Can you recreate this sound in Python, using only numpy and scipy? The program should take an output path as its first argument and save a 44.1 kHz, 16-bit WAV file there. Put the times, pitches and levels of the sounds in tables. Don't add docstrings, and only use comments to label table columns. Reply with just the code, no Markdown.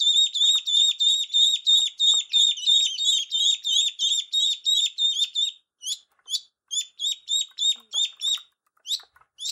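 import sys
import numpy as np
from scipy import signal
from scipy.fft import rfft, irfft, next_fast_len
from scipy.io import wavfile
from scipy.ndimage import uniform_filter1d, map_coordinates

SR = 44100
rng = np.random.default_rng(int(sys.argv[2]) if len(sys.argv) > 2 else 0)


def master_out(mix):
    frames = np.transpose(np.atleast_2d(mix))
    ceiling = np.clip(frames, -1, 1)
    pcm = np.round(ceiling * 32767).astype(np.int16)
    wavfile.write(sys.argv[1], SR, pcm)


N = 419391

# pitch_hz, level_db, t60_s
TUB_MODES = [(450, -7, .025), (610, -3, .02), (790, 0, .025), (1130, 0, .025), (1240, -1, .025),
             (1420, 0, .03), (1650, -2, .02), (2000, -7, .018), (2600, -10, .015)]


def ducklings():
    # start_s, length_s, kind, start_hz, dip_hz, top_hz, end_hz, top_share (of the length),
    # level_db, swell_db, cancel_hz (pitch that the tub's echo cancels), rasp_db
    peeps = [(.01, 0.13, "lead", 3757, 3502, 3692, 3440, 0.8, -18, -1, 3493, -38),
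             (0.134, .13, "answer", 3520, 3460, 3755, 3603, 0.5, -19.5, -4, 3950, -30),
             (0.353, .13, "lead", 3705, 3424, 3705, 3717, .8, -19, 2, 3433, -36),
             (0.452, .13, "answer", 3340, 3363, 3773, 3490, 0.5, -20, -2, 3950, -27),
             (.673, .13, "lead", 3782, 3484, 3660, 3563, 1, -21, 3, 3445, -34),
             (.713, 0.11, "thin", 3120, 2880, 2975, 2790, .75, -46.5, -0.5, 2840, -40),
             (0.773, 0.14, "answer", 3379, 3380, 3733, 3467, 0.5, -20, -3, 3950, -27),
             (1.007, .13, "lead", 3686, 3578, 3760, 3750, .85, -19.5, -1.5, 3900, -37.5),
             (1.037, .057, "thin", 3200, 2942, 2870, 2750, .6, -50, 0, 3290, -41.5),
             (1.094, .14, "answer", 3310, 3410, 3759, 3520, 0.5, -23, -4, 3906, -24),
             (1.284, 0.047, "answer", 3360, 3420, 3560, 3446, 0.9, -42.5, 2.5, 3800, -34),
             (1.34, 0.14, "lead", 3727, 3590, 3767, 3830, .75, -18.5, 0, 3870, -39.5),
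             (1.417, .14, "answer", 3294, 3360, 3775, 3452, .62, -21.5, 1, 3950, -25.5),
             (1.671, 0.14, "lead", 3807, 3645, 3772, 3770, .75, -18, -3, 3920, -29),
             (1.752, .12, "answer", 3420, 3446, 3723, 3347, .6, -21.5, -3, 3660, -28.5),
             (2.0, 0.13, "lead", 3790, 3648, 3756, 3780, .78, -19, 2, 3840, -35.5),
             (2.073, .13, "answer", 3380, 3358, 3722, 3480, .55, -20.5, -5, 3767, -31),
             (2.296, 0.084, "low", 3100, 2404, 2550, 2450, 0.7, -46.5, 1, 2980, -31),
             (2.337, 0.14, "lead", 3747, 3598, 3757, 3680, .85, -19.5, -3.5, 3817, -36),
             (2.391, 0.12, "late", 3460, 3356, 3705, 3504, 0.5, -21.5, 0, 3950, -31),
             (2.57, 0.086, "low", 3220, 2904, 3022, 2930, .8, -34, 0.5, 2820, -27.5),
             (2.616, 0.038, "answer", 3510, 3680, 3890, 3840, 0.8, -35.5, -0.5, 4100, -30),
             (2.669, 0.13, "lead", 3740, 3590, 3747, 3650, 0.6, -18.5, -3, 3815, -32.5),
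             (2.742, 0.12, "late", 3296, 3332, 3754, 3576, 0.5, -21.5, 5.5, 3663, -28),
             (2.843, 0.12, "low", 3280, 3025, 3210, 2932, 0.6, -32.5, 1.5, 3400, -29),
             (2.995, .13, "lead", 3682, 3725, 3843, 3710, 0.8, -21, 7, 3782, -28.5),
             (3.049, .13, "late", 3330, 3383, 3744, 3490, .7, -20.5, 3, 3674, -34.5),
             (3.121, 0.11, "low", 3380, 3100, 3320, 3114, 0.9, -29.5, 2.5, 3500, -23.5),
             (3.321, .13, "lead", 3770, 3603, 3815, 3800, .85, -21.5, 0.5, 3704, -29.5),
             (3.327, 0.065, "thin", 3270, 3105, 3118, 3170, .8, -34, 9.5, 3600, -36.5),
             (3.401, 0.11, "low", 3410, 3224, 3427, 3290, 0.9, -27, -1.5, 3600, -26),
             (3.44, .1, "answer", 3327, 3295, 3708, 3563, 0.5, -21, -3, 3960, -25.5),
             (3.651, .13, "lead", 3720, 3580, 3836, 3625, 0.9, -22.5, -3, 3670, -31.5),
             (3.686, .12, "low", 3360, 3063, 3355, 3403, .85, -26, 10.5, 3600, -32),
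             (3.76, .12, "answer", 3314, 3310, 3731, 3450, .55, -20.5, -0.5, 3697, -24),
             (3.992, 0.098, "low", 3450, 3083, 3290, 3114, .72, -29, 1.5, 3500, -31),
             (4.013, .12, "lead", 3730, 3566, 3800, 3400, .7, -24, -2, 3830, -27.5),
             (4.1, .098, "answer", 3227, 3250, 3697, 3450, 0.4, -20, -2, 3670, -23),
             (4.339, .14, "lead", 3728, 3744, 3830, 3490, .72, -21.5, -4, 4000, -27.5),
             (4.401, 0.13, "late", 3200, 3334, 3734, 3464, .62, -25, 2, 3816, -20),
             (4.667, .13, "lead", 3677, 3778, 3865, 3644, 0.7, -19, -1, 3897, -30),
             (4.75, .11, "late", 3230, 3307, 3675, 3534, .75, -22.5, 8.5, 3622, -22),
             (4.989, .14, "lead", 3746, 3607, 3692, 3570, 0.9, -23, 2, 3900, -37),
             (5.118, 0.12, "late", 3220, 3100, 3607, 3568, 0.9, -27.5, 15, 3800, -17),
             (5.357, 0.13, "lead", 3710, 3500, 3766, 3617, .8, -22, 2, 3784, -32.5),
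             (5.421, 0.059, "thin", 3210, 3060, 2830, 2500, 0.6, -49, 0, 3400, -17),
             (5.806, .12, "flick", 3070, 2904, 3395, 3510, .9, -35, 23.5, 3789, -11),
             (6.263, 0.089, "flick", 3192, 3077, 3510, 3470, 0.9, -36, 27.5, 3800, -12.5),
             (6.711, 0.098, "soft", 3090, 3185, 3483, 3532, 0.7, -28.5, 5, 3350, -15.5),
             (7.0, 0.12, "late", 3590, 3282, 3795, 3636, .82, -25.5, 7, 4000, -23),
             (7.292, .12, "solo", 3430, 3516, 3790, 3700, .82, -23.5, 4, 4040, -29.5),
             (7.597, .12, "solo", 3310, 3430, 3728, 3665, .7, -23, 3.5, 4000, -27),
             (7.937, .11, "solo", 3250, 3210, 3650, 3610, .8, -23.5, 4.5, 3900, -25.5),
             (8.225, .12, "solo", 3460, 3444, 3794, 3526, .68, -24, 4, 4000, -18.5),
             (8.851, 0.088, "glide", 2776, 2764, 3075, 3920, .3, -33, 29.5, 4200, -13),
             (9.385, .11, "glide", 2896, 2950, 3388, 3900, 0.3, -34, 17.5, 4200, -4)]
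    # frequency_hz, relative_db
    breath_spectrum = [(2000, -60), (3600, -28), (4450, 0), (4950, -11), (5500, 0), (6200, -13), (7200, -8),
                       (8200, -32), (16000, -38)]
    # frequency_hz, relative_db
    burst_spectrum = [(1500, -25.5), (3000, -6), (5000, 6), (8000, -28.5), (15000, -17.5)]
    out, breath, burst = np.zeros(N), patchy(noise(breath_spectrum), depth_db=9), noise(burst_spectrum)
    for row in peeps:
        sound, lead_s = peep(row, breath, burst)
        add(out, row[0] - lead_s, sound)
    return out


def peep(row, breath, burst, chirp_s=.03, settle_s=0.007, slide_s=0.015):
    voices = {"lead": (1.5, 1.5, 5, 7.5, -16.5, -11), "answer": (1.15, 3, 12, 2, -12, -17.5),
              "late": (1.46, 2.5, 9.5, 1.5, -11.5, -22), "low": (1.5, 1.5, 2.5, 1.5, -8, -26),
              "solo": (1.2, 2, 9.5, 1.5, -10.5, -12.5), "soft": (2.3, 0.5, 13, 1, -2.5, -40),
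              "flick": (2, 1, 20, 3.5, -4.5, -37), "glide": (1.1, 0.92, 9.5, 5, -9.5, -49),
              "thin": (2.5, 2.3, 5, 0.5, -24.5, -34.5)}
    dips = {"lead": .3, "answer": .06, "late": .17, "low": .38, "thin": .45, "solo": .04, "soft": .04,
            "flick": .28, "glide": .03}
    slides = {"lead": .6, "answer": .54, "late": .56, "low": .7, "thin": .8, "solo": .54, "soft": .52,
              "flick": 1.24, "glide": 1.12}
    _, length_s, kind, *contour_hz, top_share, level_db, swell_db, cancel_hz, rasp_db = row
    climb, bend, attack_db, release_db, octave_db, chirp_db = voices[kind]
    t = np.arange(round((chirp_s + length_s + slide_s) * SR)) / SR - chirp_s
    progress = np.clip(t / length_s, 0, 1)
    before, after = np.clip(-t / chirp_s, 0, 1), np.clip((t - length_s) / slide_s, 0, 1)
    unsettled = np.sin(np.pi / 2 * np.clip(-t / settle_s, 0, 1)) ** 2

    note_hz = melody(progress, *contour_hz, dips[kind], min(top_share, .95), climb, bend)
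    overshoot = 0.27 * unsettled - 0.65 * before ** 1.5
    hoarse = .003 + .05 * unsettled + .12 * before + .055 * after
    waver = .002 * amp((rasp_db + 30) / 2) * wobble(110, len(t))
    pitch_hz = note_hz * (1 + overshoot) * slides[kind] ** after
    pitch_hz *= 1 + hoarse * wobble(900, len(t)) + waver

    held_db = effort(progress, level_db, swell_db, attack_db, release_db)
    fade_db = 30 if slides[kind] < 1 else 8
    note_db = held_db - fade_db * after
    onset_db = max(held_db) + chirp_db - 25 * before
    envelope = amp(note_db + (onset_db - note_db) * unsettled) * (1 - after ** 4) * (1 - before ** 4)

    phase = 2 * np.pi * np.cumsum(pitch_hz) / SR + rng.uniform(0, 2 * np.pi)
    flicker_db = (1.1 + 7 * unsettled + 5 * after) * wobble(300, len(t))
    whistle = np.sin(phase) * amp(tub_colour(note_hz, cancel_hz) - 6 * unsettled + flicker_db)
    pressure = amp(-24 * unsettled - 14 * after)
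    whistle += pressure * overtones(phase, pitch_hz, octave_db, rasp_db)

    stretch = rng.integers(N - len(t)) + np.arange(len(t))
    leak_db = rasp_db - 3 + 24 * (progress - .7) + 4 * wobble(60, len(t))
    leak = amp(leak_db) * (1 - unsettled) + amp(-3) * unsettled
    closing = amp(rasp_db + 3) * np.exp(-((t - length_s - .003) / .015) ** 2)
    return envelope * (np.sqrt(2) * whistle + leak * breath[stretch] + closing * burst[stretch]), chirp_s


def melody(progress, start_hz, dip_hz, top_hz, end_hz, dip_share, top_share, climb, bend):
    settle = np.clip(1 - progress / dip_share, 0, 1) ** 2
    rise = np.sin(np.pi / 2 * np.clip((progress - dip_share) / (top_share - dip_share), 0, 1)) ** climb
    away = np.clip((progress - top_share) / (1 - top_share), 0, 1) ** bend
    return dip_hz + (start_hz - dip_hz) * settle + (top_hz - dip_hz) * rise + (end_hz - top_hz) * away


def effort(progress, level_db, swell_db, attack_db, release_db, edge_share=0.23):
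    attack = np.clip(1 - progress / edge_share, 0, 1)
    release = np.clip(1 - (1 - progress) / edge_share, 0, 1)
    return level_db + swell_db * (progress - .5) - attack_db * attack - release_db * release


def overtones(phase, pitch_hz, octave_db, rasp_db):
    # pitch_multiple, relative_db
    partials = [(1.5, -32.5), (3, -28), (4, -40)]
    size = len(phase)
    sound = amp(octave_db + 2.7 * wobble(90, size)) * np.sin(2 * phase + 1)
    strain_db = octave_db / 2 + 0.65 * (rasp_db + 26.0)
    for multiple, partial_db in partials:
        smear = .8 * wobble(400, size) * (multiple % 1 > 0)
        gain = amp(partial_db + strain_db + 5.7 * wobble(44.1, size))
        sound += gain * np.sin(multiple * phase + smear) * (multiple * pitch_hz < SR / 2)
    return sound


def tub_colour(pitch_hz, cancel_hz, cancel_db=8, cancel_width_hz=55, ring_hz=3602, ring_width_hz=45):
    notch_db = cancel_db * np.exp(-((pitch_hz - cancel_hz) / cancel_width_hz) ** 2)
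    lift_db = 2 * np.exp(-((pitch_hz - ring_hz) / ring_width_hz) ** 2)
    return lift_db - notch_db


def footsteps(scuff_t60_s=0.033, tick_t60_s=0.018):
    # start_s, level_db, thud_db, tick_db
    steps = [(0.435, -39, -20.5, -31), (0.552, -38, -51, -15), (0.89, -42.5, -19, -2),
             (1.728, -43, -39, -16), (1.787, -45.5, -4, -13), (2.134, -37, -7, -26), (3.107, -50, -27, 4),
             (5.244, -52.5, -28.5, -5), (6.117, -54.5, -9.5, -6.5), (6.188, -44, -19, -48),
             (6.257, -56.5, -2, -29), (6.679, -53, -30.5, -21.5), (7.483, -60.5, -32, -10),
             (7.509, -48.5, -17, -16), (7.644, -56, -31, -25), (7.754, -51.5, -8, -17),
             (7.778, -46.5, -7, -26), (7.8, -47.5, -11, -10), (7.939, -44.5, -4.5, -11),
             (7.964, -56, 2, -13), (8.123, -48.5, -35, -42), (8.168, -52, -27, -19), (8.227, -52, -39, 2),
             (8.274, -37, -50, -15.5), (8.373, -31, -34.5, -14), (8.519, -50, -37, -15),
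             (8.665, -51, -22, -10.5), (8.768, -51, -15.5, -17), (8.796, -50.5, -7.5, -34.5),
             (8.994, -32.5, -40, -26), (9.03, -50, -2.5, -43), (9.159, -47, -25.5, -17),
             (9.206, -40, -20.5, -45.5)]
    out, t = np.zeros(N), np.arange(SR // 8) / SR
    soft_foot = np.sin(np.pi / 2 * np.clip(t / .004, 0, 1)) ** 2
    for start_s, level_db, thud_db, tick_db in steps:
        detunes = 1 + 0.061 * rng.standard_normal(len(TUB_MODES))
        ring = np.zeros(len(t))
        for (hz, mode_db, t60_s), detune in zip(TUB_MODES, detunes):
            strike_db = mode_db + (thud_db + 10) * (hz < 900) + rng.normal(0, 3)
            ring += amp(strike_db - 60 * t / t60_s) * np.sin(2 * np.pi * hz * detune * t)
        scuff = rng.standard_normal(SR // 20) * amp(-60 * t[:SR // 20] / scuff_t60_s)
        body = signal.fftconvolve(ring * soft_foot, scuff / np.linalg.norm(scuff))[:len(t)]
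        tick = amp(min(tick_db, 0) + 4 - 60 * t / tick_t60_s) * np.diff(rng.standard_normal(len(t) + 1))
        add(out, start_s, amp(level_db + 3.0) * (body + tick))
    return out


def slipping_feet():
    # time_s, level_db
    slips = [
        [(5.85, -86), (6.206, -66), (6.35, -87.5)],
        [(7.6, -100.5), (8.376, -63), (8.566, -107.5), (9.168, -65), (9.4, -77.5)],
    ]

    def resonance(hz):
        return sum(amp(db) * 1j * hz * (2.2 / t60_s) / (mode_hz ** 2 - hz ** 2 + 1j * hz * 3.6 / t60_s)
                   for mode_hz, db, t60_s in TUB_MODES)

    drag = rng.standard_normal(N) * amp(4.3 * wobble(18, N))
    hum = unit(filtered(drag, lambda hz: resonance(hz) ** 2))
    return sum(fader(slip) for slip in slips) * hum


def tub_groan():
    # time_s, pitch_hz, level_db, octave_db
    course = [(7.73, 252, -89, -74), (7.776, 241, -60, -68), (7.92, 206, -77, -71)]
    time_s, pitch_hz, level_db, octave_db = np.transpose(course)
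    t = np.arange(time_s[0], time_s[-1], 1 / SR)
    phase = 2 * np.pi * np.cumsum(np.interp(t, time_s, pitch_hz)) / SR
    tone = amp(np.interp(t, time_s, level_db)) * np.sin(phase)
    tone += amp(np.interp(t, time_s, octave_db)) * np.sin(2 * phase)
    out = np.zeros(N)
    add(out, time_s[0], np.sqrt(2) * tone * signal.windows.tukey(len(t), .25))
    return out


def echoes(x, tail_db, predelay_s=0.0037):
    # delay_s, level_db
    walls = [(.0012, -32.5), (.0046, -14), (.011, -15.5), (.021, -18.5)]
    # frequency_hz, t60_s
    yard_decay = [(500, 0.75), (3500, 0.29), (7500, 0.21), (15000, 0.025)]
    out, step = x.copy(), SR // 4
    for delay_s, level_db in walls:
        add(out, delay_s, amp(level_db) * x)
    crossfade = signal.windows.hann(2 * step, sym=False)
    padded = np.pad(x, (step, 2 * step))
    for i in range(0, N + step, step):
        hz, t, bands = signal.stft(rng.standard_normal(SR // 2), SR, nperseg=256)
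        decay = amp(-60 * t / along(yard_decay, hz)[:, None])
        tail = signal.istft(bands * decay, SR, nperseg=256)[1]
        wet = signal.fftconvolve(padded[i:i + 2 * step] * crossfade, tail / np.linalg.norm(tail))
        add(out, (i - step) / SR + predelay_s, amp(tail_db) * wet)
    return out


def breeze():
    # time_s, level_db
    strength = [(0.0, -94.5), (8.87, -94), (9.16, -72), (9.51, -88)]
    gusts = amp(3 * wobble(9.8, N))
    rumble = noise([(30, -33.0), (60, 5.5), (85, 0), (130, -3.5), (250, -44.5)])
    return fader(strength) * gusts * rumble


def ambience(yard_db=-80, hiss_db=-80):
    # frequency_hz, relative_db
    yard_spectrum = [(60, -37.5), (100, -13.5), (400, -10), (550, -12.5), (1000, -14), (1400, -7),
                     (1800, -15.5), (2400, -50.5)]
    # frequency_hz, relative_db
    hiss_spectrum = [(2500, -14.5), (3500, -4.5), (8000, -1), (10500, 0.5), (13000, -23)]
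    yard = amp(yard_db + 1.2 * wobble(3.0, N)) * noise(yard_spectrum)
    return yard + amp(hiss_db) * noise([(1200, -56.5)] + hiss_spectrum)


def amp(db):
    return 10 ** (np.asarray(db) / 20)


def unit(x):
    return x / np.sqrt(np.mean(x ** 2) + 1e-20)


def along(points, hz):
    point_hz, values = np.transpose(points)
    return np.interp(np.log(hz + 1), np.log(point_hz + 1), values)


def filtered(x, response):
    size = next_fast_len(len(x) + 8192)
    return irfft(rfft(x, size) * response(np.fft.rfftfreq(size, 1 / SR)), size)[:len(x)]


def noise(spectrum):
    return unit(filtered(rng.standard_normal(N), lambda hz: amp(along(spectrum, hz))))


def patchy(x, depth_db):
    bands = signal.stft(x, nperseg=256)[2]
    patches = uniform_filter1d(rng.standard_normal(bands.shape), size=3, axis=0)
    patches = uniform_filter1d(patches, size=8, axis=1)
    return unit(signal.istft(bands * amp(depth_db * unit(patches)), nperseg=256)[1][:N])


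def wobble(rate_hz, size):
    knots = rng.standard_normal(int(size * rate_hz / SR) + 4)
    return map_coordinates(knots, [np.arange(size) * rate_hz / SR])


def fader(points):
    time_s, level_db = np.transpose(points)
    return amp(np.interp(np.arange(N) / SR, time_s, level_db, left=-120, right=-120))


def add(track, start_s, sound):
    i = round(start_s * SR) + np.arange(len(sound))
    inside = (i >= 0) & (i < len(track))
    track[i[inside]] += sound[inside]


def scene():
    bed = ambience() + breeze()
    peeps = echoes(ducklings(), tail_db=-13.0)
    feet = echoes(footsteps() + slipping_feet(), tail_db=-20.5)
    return (peeps + feet + tub_groan() + bed)[None]


def record(dry, open_db=-58, deepest_db=-12, band_open_db=-96, band_deepest_db=-10, top_hz=15750):
    x = dry[0]
    level_db = 10 * np.log10(np.abs(uniform_filter1d(x ** 2, size=2600)) + 1e-14)
    duck_db = uniform_filter1d(np.clip(level_db - open_db, deepest_db, 0), size=1800)
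    bands = signal.stft(x, nperseg=512)[2]
    power = uniform_filter1d(uniform_filter1d(np.abs(bands) ** 2, size=5, axis=0), size=5, axis=1)
    band_db = 10 * np.log10(np.abs(power) + 1e-20)
    band_duck_db = np.clip(1.2 * (band_db - band_open_db), band_deepest_db, 0)
    suppressed = signal.istft(bands * amp(band_duck_db), nperseg=512)[1][:N] * amp(duck_db)
    return filtered(suppressed, lambda hz: hz < top_hz)[None]


dry = scene()
out = record(dry)
master_out(out)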